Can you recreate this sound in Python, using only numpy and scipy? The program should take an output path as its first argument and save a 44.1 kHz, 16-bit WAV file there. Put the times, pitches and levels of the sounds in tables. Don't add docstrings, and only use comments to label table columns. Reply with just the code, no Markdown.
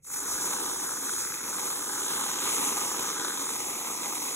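import sys
import numpy as np
from scipy import signal
from scipy.fft import rfft, irfft, next_fast_len
from scipy.io import wavfile

SR = 44100
rng = np.random.default_rng(int(sys.argv[2]) if len(sys.argv) > 2 else 0)


def wav_out(sig):
    wavfile.write(sys.argv[1], SR, np.round(np.clip(np.atleast_2d(sig).T, -1, 1) * 32767).astype(np.int16))


N = 191950


def amp(db):
    return 10 ** (np.asarray(db) / 20)


def rms_one(x):
    return x / np.sqrt(np.mean(x ** 2) + 1e-20)


def in_time(rows):
    s, *columns = np.transpose(rows)
    return [np.interp(np.arange(N) / SR, s, c) for c in columns]


def drift(rate_hz):
    step, settling = 20, 4000
    r = np.exp(-2 * np.pi * rate_hz * step / SR)
    noise = rng.standard_normal(N // step + settling + 2)
    slow = signal.lfilter([1], [1, -2 * r, r * r], noise)[settling:]
    return np.interp(np.arange(N) / step, np.arange(len(slow)), rms_one(slow))


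def resonate(x, modes):
    out = 0
    for k, (hz, width_hz, level_db) in enumerate(modes):
        r = np.exp(-np.pi * width_hz / SR)
        b = (1 - r * r) / 2 * np.array([1, 0, -1])
        a = [1, -2 * r * np.cos(2 * np.pi * hz / SR), r * r]
        out = out + (-1) ** k * amp(level_db) * signal.lfilter(b, a, x)
    return out


def twice(x, modes):
    return rms_one(resonate(resonate(x, modes), modes))


def coloured(spectrum, patchy_db, rate_hz, count):
    hz = np.maximum(np.arange(N // 2 + 1) * SR / N, 1)
    where, level_db = np.transpose(spectrum)
    colour_db = np.interp(np.log(hz), np.log(where), level_db, -60, -60)
    shaped = rfft(rng.standard_normal((2, N))) * amp(colour_db)
    place = np.interp(np.log(hz), np.log(where[[0, -1]]), [0, count - 1])
    bands = [irfft(shaped * np.clip(1 - abs(place - k), 0, 1), N) for k in range(count)]
    return rms_one(sum(amp(patchy_db * drift(rate_hz)) * band for band in bands))


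def rise(before_db, start_s, length_s, power):
    progress = np.clip((np.arange(N) / SR - start_s) / length_s, 0, 1)
    return np.clip(amp(before_db) + progress ** power, 0, 1)


def swell(t, peak_s):
    grown = np.clip(t / peak_s, 0, None)
    return (grown * np.exp(1 - grown)) ** 2


def kitchen():
    # pitch_hz [Hz], relative level_db [dB per Hz]
    murmur_colour = [(28, -44), (42, -20), (60, 7), (90, -3.5), (140, 5), (190, 0), (260, -20)]
    return amp(-64) * coloured(murmur_colour, patchy_db=-2.5, rate_hz=1.8, count=4)


def jet(jet_db, whistle_db, treble_db):
    # pitch_hz [Hz], relative level_db [dB per Hz]
    jet_colour = [(1200, -30), (2700, -19), (4400, -13.5), (5100, -10.5), (5800, -6), (6800, -1),
                  (7700, -6), (8600, -6), (9900, -6), (11500, -10), (13000, -11), (14200, -17),
                  (16300, -20)]
    # pitch_hz [Hz], width_hz [Hz], relative level_db [dB]
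    whistle_modes = [(8600, 800, 0), (9350, 1100, -4)]
    whistle = resonate(resonate(rng.standard_normal((2, N)), whistle_modes), [(8800, 1800, 0)])
    hiss = coloured(jet_colour, patchy_db=1.27, rate_hz=7.8, count=14)
    high_pass = signal.butter(2, 8000, "high", fs=SR, output="sos")
    treble = signal.sosfiltfilt(high_pass, hiss)
    hiss = hiss + (amp(treble_db) - 1) * treble
    singing = amp(whistle_db + drift(9)) * rms_one(whistle)
    return amp(jet_db) * (amp(-1.5) * hiss + singing)


def thump():
    start_s, pitch_hz, swell_s = 0.012, 85, 0.012
    t = np.clip(np.arange(N) / SR - start_s, 0, 1)
    envelope = t / swell_s * np.exp(1 - t / swell_s)
    return amp(-70) * envelope * np.sin(2 * np.pi * pitch_hz * t) * [[1], [0]]


def clicks(per_s, spread_db):
    sizes = amp(spread_db * np.minimum(rng.exponential(1, N), 4)) * rng.choice([-1, 1], N)
    chance = per_s * amp(1.2 * drift(60)) / SR
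    return rms_one(sizes * (rng.random(N) < chance))


def bursts(per_s, spread_db, noise_db):
    rush = rng.standard_normal((2, N))
    fine = clicks(per_s, spread_db) + amp(noise_db) * rush[0]
    return rms_one(np.array([fine, np.sqrt(1 + amp(noise_db) ** 2) * rush[1]]))


def sputter(sputter_db, upper_db, low_db, high_db, hollow_db):
    # pitch_hz [Hz], width_hz [Hz], relative level_db [dB]
    tube_modes = [(819.6, 52, 2.5), (967, 98, -3.5), (1102, 94, -4), (1221, 32, 3), (1357, 83, -2.5)]
    upper_modes = [(1467, 263, 1), (1648, 14, -2.2)]
    low_spit_modes = [(1922, 610, 0.25), (2670, 820, 1)]
    high_spit_modes = [(2960, 1000, -1), (3930, 1200, 1)]
    hollow_modes = [(705, 127, 0)]
    train = bursts(per_s=600.0, spread_db=2.5, noise_db=-4.5)
    tube = rms_one(resonate(resonate(train, tube_modes), [(1009, 310, 0)]))
    upper = rms_one(resonate(resonate(train, upper_modes), [(1473, 530, 0)]))
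    spit = amp(low_db) * twice(train, low_spit_modes) + amp(high_db) * twice(train, high_spit_modes)
    hollow = amp(hollow_db) * twice(train, hollow_modes)
    return amp(sputter_db) * tube + amp(upper_db) * upper + spit + hollow


def crackle(crackle_db):
    # pitch_hz [Hz], width_hz [Hz], relative level_db [dB]
    tick_modes = [(1284, 860, 5), (4200, 1000, -24)]
    ticks = twice(clicks(per_s=220.0, spread_db=2.5) + 1e-18, tick_modes)
    return amp(crackle_db) * ticks * [[1], [0]]


def rumble(rumble_db):
    # pitch_hz [Hz], relative level_db [dB per Hz]
    rumble_colour = [(60, -31), (140, -11.5), (200, -6), (290, -2), (420, 1), (520, -4.5), (650, -15.5),
                     (800, -10)]
    # pitch_hz [Hz], width_hz [Hz], relative level_db [dB]
    cup_modes = [(285, 41, 0.46), (415, 14, 1.8)]
    broad = coloured(rumble_colour, patchy_db=0.2, rate_hz=11.3, count=8)
    return amp(rumble_db) * rms_one(broad + amp(-6.0) * resonate(broad, cup_modes))


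def pops():
    # peak_s [s], ring peak_db [dB], pitch_hz at the peak [Hz], crack_db over the ring [dB]
    loud_bursts = [(0.05, -50, 1160, 2), (0.074, -46, 1320, -10), (0.084, -43, 1200, -10),
                   (0.103, -36, 1290, -11), (0.125, -46, 1400, -6), (0.148, -34, 1210, -2),
                   (0.173, -35, 1280, -12), (0.189, -35, 1280, -14), (0.211, -38, 1260, -13),
                   (0.252, -31, 1210, -17), (0.267, -33, 1220, -16), (0.303, -33, 1120, -10),
                   (0.319, -30, 1150, -9), (0.387, -32, 1500, -8), (0.417, -29, 1260, -10),
                   (0.445, -29, 1000, -8), (0.538, -27, 1290, -14), (0.567, -30, 1250, -4),
                   (0.613, -30, 1160, -18), (0.641, -29, 1200, -7), (0.661, -29, 1220, -12),
                   (0.698, -29, 1000, 0), (0.736, -32, 1120, -11), (0.747, -32, 1350, -11),
                   (0.762, -31, 1060, -8), (0.8, -33, 1160, -6), (0.861, -33, 1340, -9),
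                   (0.883, -34, 1320, -9), (0.893, -27, 1300, -11), (0.919, -30, 1350, -9),
                   (0.936, -31, 1310, -17), (0.961, -32, 1220, -14), (0.975, -30, 1290, -8),
                   (1.021, -35, 1260, -6), (1.035, -30, 1350, -11), (1.054, -30, 1260, -9),
                   (1.08, -35, 1170, -1), (1.095, -25, 1400, -6), (1.103, -35, 1240, -8),
                   (1.129, -32, 1340, -14), (1.137, -32, 1280, -8), (1.156, -33, 1260, 5),
                   (1.165, -31, 1470, -7), (1.176, -31, 1360, -5), (1.183, -28, 1300, -11),
                   (1.195, -33, 1210, -12), (1.204, -35, 1500, -9), (1.217, -33, 1260, -6),
                   (1.229, -34, 1330, -2), (1.237, -31, 1430, -17), (1.251, -29, 1350, -12),
                   (1.266, -34, 1250, -6), (1.303, -33, 1360, -12), (1.323, -26.5, 1390, -15),
                   (1.332, -35, 1340, -15), (1.37, -35, 1280, -13), (1.389, -35, 1570, -12),
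                   (1.398, -37, 1290, -5), (1.408, -31, 1310, -18), (1.439, -35, 1310, -8),
                   (1.455, -37, 1270, -8), (1.476, -29.5, 1350, -13), (1.487, -33, 1210, -15),
                   (1.504, -32, 1240, -11), (1.529, -28, 1350, -15), (1.537, -32, 1300, -14),
                   (1.544, -32, 1170, -19), (1.556, -28, 1140, -14), (1.585, -31, 1340, -9),
                   (1.624, -30, 1300, -4), (1.66, -34, 1180, -7), (1.679, -29, 1270, -10),
                   (1.703, -28, 1230, 0), (1.73, -33, 1280, -6), (1.76, -32, 1210, -11),
                   (1.794, -35, 1130, -12), (1.81, -32, 1160, -13), (1.828, -31, 1260, -13),
                   (1.867, -35, 1260, -10), (1.899, -29, 1210, -8), (1.933, -29, 1220, -15),
                   (1.961, -28, 1310, -11), (1.985, -31, 1430, -10), (1.994, -31, 1340, -9),
                   (2.01, -29, 1220, -10), (2.045, -31, 1220, -10), (2.064, -33, 1260, -8),
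                   (2.098, -31, 1170, -3), (2.11, -31, 1280, -2), (2.15, -30, 1240, -3),
                   (2.17, -30, 1150, -3), (2.203, -28, 1250, -7), (2.214, -25, 1050, -6),
                   (2.263, -24, 980, -8), (2.362, -28, 1210, -1), (2.381, -27, 1190, -10),
                   (2.389, -27, 1050, -14), (2.421, -28, 1350, -3), (2.445, -29, 1400, -2),
                   (2.457, -26, 1210, -11), (2.492, -27, 1140, -7), (2.545, -29, 1250, -4),
                   (2.571, -27, 1200, -8), (2.582, -28, 1150, -5), (2.618, -29, 1100, -8),
                   (2.634, -26, 950, -8), (2.643, -27, 1020, -9), (2.66, -31, 1150, -8),
                   (2.686, -30, 1030, -12), (2.704, -27, 980, -7), (2.726, -28, 1150, -8),
                   (2.768, -25, 1040, -8), (2.779, -24, 1000, -4), (2.917, -24, 1180, -10),
                   (3.018, -27, 1110, -11), (3.04, -28, 1310, -7), (3.048, -31, 1220, -5),
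                   (3.069, -32, 1210, -8), (3.089, -34, 1230, -6), (3.101, -31, 1220, -5),
                   (3.111, -32, 1260, -7), (3.167, -28, 1340, -15), (3.219, -28, 1410, -13),
                   (3.247, -25, 1260, 1), (3.269, -27, 1270, -16), (3.303, -31, 1340, -5),
                   (3.323, -30, 1380, -12), (3.353, -32, 1170, -10), (3.399, -30, 1200, -11),
                   (3.469, -27, 1110, -9), (3.492, -26, 1210, -6), (3.633, -32, 990, -13),
                   (3.645, -30, 1020, -10), (3.675, -31, 980, -5), (3.79, -31, 1050, -11),
                   (3.818, -31, 1030, -11), (3.849, -32, 1070, -10), (3.872, -32, 1160, -12),
                   (3.881, -31, 1100, -10), (3.904, -30, 1110, -13), (3.915, -31, 1030, -10),
                   (3.95, -33, 1040, -16), (3.977, -32, 1080, -11), (4.135, -28, 1040, -14),
                   (4.221, -30, 990, -2), (4.24, -30, 1120, -11), (4.257, -33, 1070, -7),
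                   (4.267, -32, 1010, -7), (4.328, -32, 1070, -6)]
    ring_s, crack_s, crack_lag_s = 0.000903, 0.00036, 0.0007
    crack_hz, sag_hz_per_s = 4100, 48000
    out = np.zeros((2, N + SR))
    t = np.arange(round(.012 * SR)) / SR
    phases = rng.random((len(loud_bursts), 2))
    for (s, peak_db, hz, crack_db), turn in zip(loud_bursts, phases):
        cycles = (hz - sag_hz_per_s * (t / 2 - ring_s)) * t
        ring = swell(t, ring_s) * np.sin(2 * np.pi * (cycles + turn[0]))
        crack = swell(t - crack_lag_s, crack_s) * np.sin(2 * np.pi * (crack_hz * t + turn[1]))
        at = round((s - ring_s) * SR)
        out[0, at:at + len(t)] += amp(peak_db) * (ring + amp(crack_db) * crack)
    return out[:, :N]


def dips(x):
    # time_s [s], low_dip_db [dB], high_dip_db [dB]
    dip_curves = [(0.0, -3, -11), (0.3, -3, -7), (0.6, 2, 0.5), (0.85, 1, -3), (1.1, -7, -14),
                  (1.4, -11, -10), (1.6, -3, -4), (1.9, -4, 0.5), (2.2, -2.5, 1), (2.6, 0, 1), (3.0, -5, 2),
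                  (3.2, -12, -4), (3.4, -10, -8), (3.6, 0, -1), (4.0, 0.5, -6), (4.35, 0, -4)]
    ranges_hz = (717, 120), (2900, 500)
    for (centre_hz, width_hz), gain_db in zip(ranges_hz, in_time(dip_curves)):
        x = x + (amp(gain_db) - 1) * resonate(x, [(centre_hz, width_hz, 0)])
    return x


def ports(near, other):
    # pitch_hz [Hz], right_trails [radians], left_over_right_db [dB], likeness [0-1]
    port_rows = [(30, 0.8, -1.5, 0.96), (330, -0.93, -1.5, 1), (418, -0.74, -3.5, 0.96),
                 (525, 0.5, -0.5, 0.98), (683, 1.33, -3, 0.67), (746, 0.7, -1, 0.91), (1020, 0.6, 1, 0.88),
                 (1300, 0.26, -1, 0.76), (1720, 0.22, -0.5, 1), (2510, 1.8, 0, 0.57),
                 (2770, 2.5, -0.1, 0.68), (2870, 4.5, -1.5, 1), (3010, 3, -0.3, 1), (3170, 2.5, -0.5, 0.56),
                 (3940, 2, 0, 0.77), (4224.6, 3, 2.5, 0.77)]
    # from_hz [Hz], to_hz [Hz], phase of right #
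    locked_ranges = [(4250, 5050, 1), (6350, 7550, 2), (8600, 9200, 3), (10500, 11700, 4),
                     (12850, 13800, 5), (14500, 16500, 6)]
    size = next_fast_len(N + SR // 4)
    hz = np.arange(size // 2 + 1) * SR / size
    locked = [(edge, np.pi * turns, 0, 1) for *edges, turns in locked_ranges for edge in edges]
    gaps = [(a[1] + part * (b[0] - a[1]), np.pi * (a[2] + .12 + .7 * part), 0, .8)
            for a, b in zip(locked_ranges, locked_ranges[1:]) for part in (.1, .8)]
    where, trail, balance_db, alike = np.transpose(sorted(port_rows + locked + gaps))
    alike = np.clip(np.interp(hz, where, alike), 0, 1)
    tilt = amp(np.interp(hz, where, balance_db) / 2)
    near, other = rfft(near, size), rfft(other, size)
    mixed = alike * near + np.sqrt(1 - alike ** 2) * other
    right = mixed * np.exp(-1j * np.interp(hz, where, trail))
    return np.array([irfft(near * tilt, size)[:N], irfft(right / tilt, size)[:N]])


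def scene():
    # time_s [s], gas_db below full [dB]
    opening_curve = [(0.0, -52), (0.018, -45), (0.03, -28), (0.042, -22), (0.046, -15), (0.065, -14),
                     (0.07, -10.5), (0.099, -8.5), (0.106, -5), (0.14, 0), (4.35, 0)]
    # time_s [s], gas jet_db [dB], cream_db [dB]
    flow_curve = [(0.0, -35, -50.5), (0.25, -35.5, -47.5), (0.33, -31, -46.5), (0.4, -32.5, -47),
                  (0.44, -29, -44), (0.52, -30.5, -43.5), (0.75, -32, -46.5), (1.0, -34, -47),
                  (1.2, -30.5, -48.5), (1.375, -35, -48.5), (1.55, -32, -45), (1.85, -33.5, -46),
                  (2.05, -30.5, -45), (2.25, -30.5, -43), (2.375, -31, -44.5), (2.5, -28, -41),
                  (2.8, -29.5, -42), (3.0, -30, -42.5), (3.35, -32.5, -45), (3.5, -32.5, -45),
                  (3.78, -34, -46), (4.0, -33, -43.5), (4.35, -33, -46)]
    # time_s [s], whistle_db relative to the jet [dB]
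    singing_curve = [(0.0, -2), (0.15, -2), (0.4, -8), (0.8, -3), (1.0, -7), (1.15, -2), (1.38, -14),
                     (1.7, -4), (1.88, -9), (2.15, -4), (2.35, -12), (2.65, -5), (3.05, -14), (3.5, -4),
                     (3.8, -13), (4.35, -8)]
    # time_s [s], treble_db [dB]
    treble_curve = [(0.0, 6), (0.1, 5), (0.2, 3.5), (0.4, -0.5), (0.8, -0.5), (1.2, 0), (1.7, 1),
                    (2.1, -0.5), (2.5, -0.5), (2.9, 0), (3.2, -3.5), (3.6, 1), (4.35, 1.5)]
    # time_s [s], upper_db [dB]
    upper_curve = [(0.0, -62), (0.35, -46), (1.1, -52), (1.75, -50), (2.0, -45), (2.5, -46), (2.87, -50.5),
                   (2.93, -46), (3.26, -42.5), (3.46, -49), (3.62, -56), (4.35, -53)]
    # time_s [s], low_spit_db, high_spit_db, hollow_db [dB]
    colour_curves = [(0.0, -41, -60, -66), (0.1, -51.5, -56, -63), (0.3, -58, -49, -57),
                     (0.5, -51, -47, -56), (0.7, -59, -46.5, -61), (0.9, -58, -52, -58),
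                     (1.1, -53, -45, -57), (1.3, -49, -51, -68), (1.5, -50, -49, -55), (1.7, -52, -45, -55),
                     (1.9, -61, -50.5, -59), (2.1, -52.5, -42, -53), (2.3, -51.5, -44, -60),
                     (2.5, -43, -40, -55), (2.75, -44.5, -44.5, -55), (2.9, -51, -47.5, -48),
                     (3.1, -49, -43.5, -56), (3.3, -54, -43, -57), (3.5, -48, -45, -58),
                     (3.7, -46.5, -49, -53), (4.0, -46.5, -45.5, -55), (4.35, -46, -45, -53)]
    jet_db, cream_db = in_time(flow_curve)
    upper_db, = in_time(upper_curve)
    crackle_db, = in_time([(3.3, -49), (4, -60)])
    sputter_db = -43 + 1.42 * (cream_db + 45)
    throb = 0.46 * drift(6.4) + 0.45 * drift(25.0) + 0.35 * drift(37)
    flutter = 2.46 * drift(220)

    murmur = rise(before_db=-16, start_s=-0.1, length_s=0.6, power=0.5) * kitchen()
    gas = jet(jet_db + 0.71 * throb + 0.27 * flutter, *in_time(singing_curve), *in_time(treble_curve))
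    gas = amp(*in_time(opening_curve)) * gas
    cream = amp(0.82 * throb + flutter) * sputter(sputter_db, upper_db, *in_time(colour_curves))
    cream = rise(before_db=-40, start_s=0.0351, length_s=0.11, power=1.9) * (cream + crackle(crackle_db))
    drumming = rumble(cream_db + 0.66 * throb + 0.41 * flutter)
    drumming = rise(before_db=-27.5, start_s=0.0435, length_s=0.19, power=1) * drumming
    near, other = dips(murmur + gas + thump() + cream + drumming + pops())
    return ports(near, other)


def record(dry):
    low_pass = signal.ellip(14, .3, 70, 15750, fs=SR, output="sos")
    return signal.sosfilt(low_pass, dry)


dry = scene()
out = record(dry)
wav_out(out)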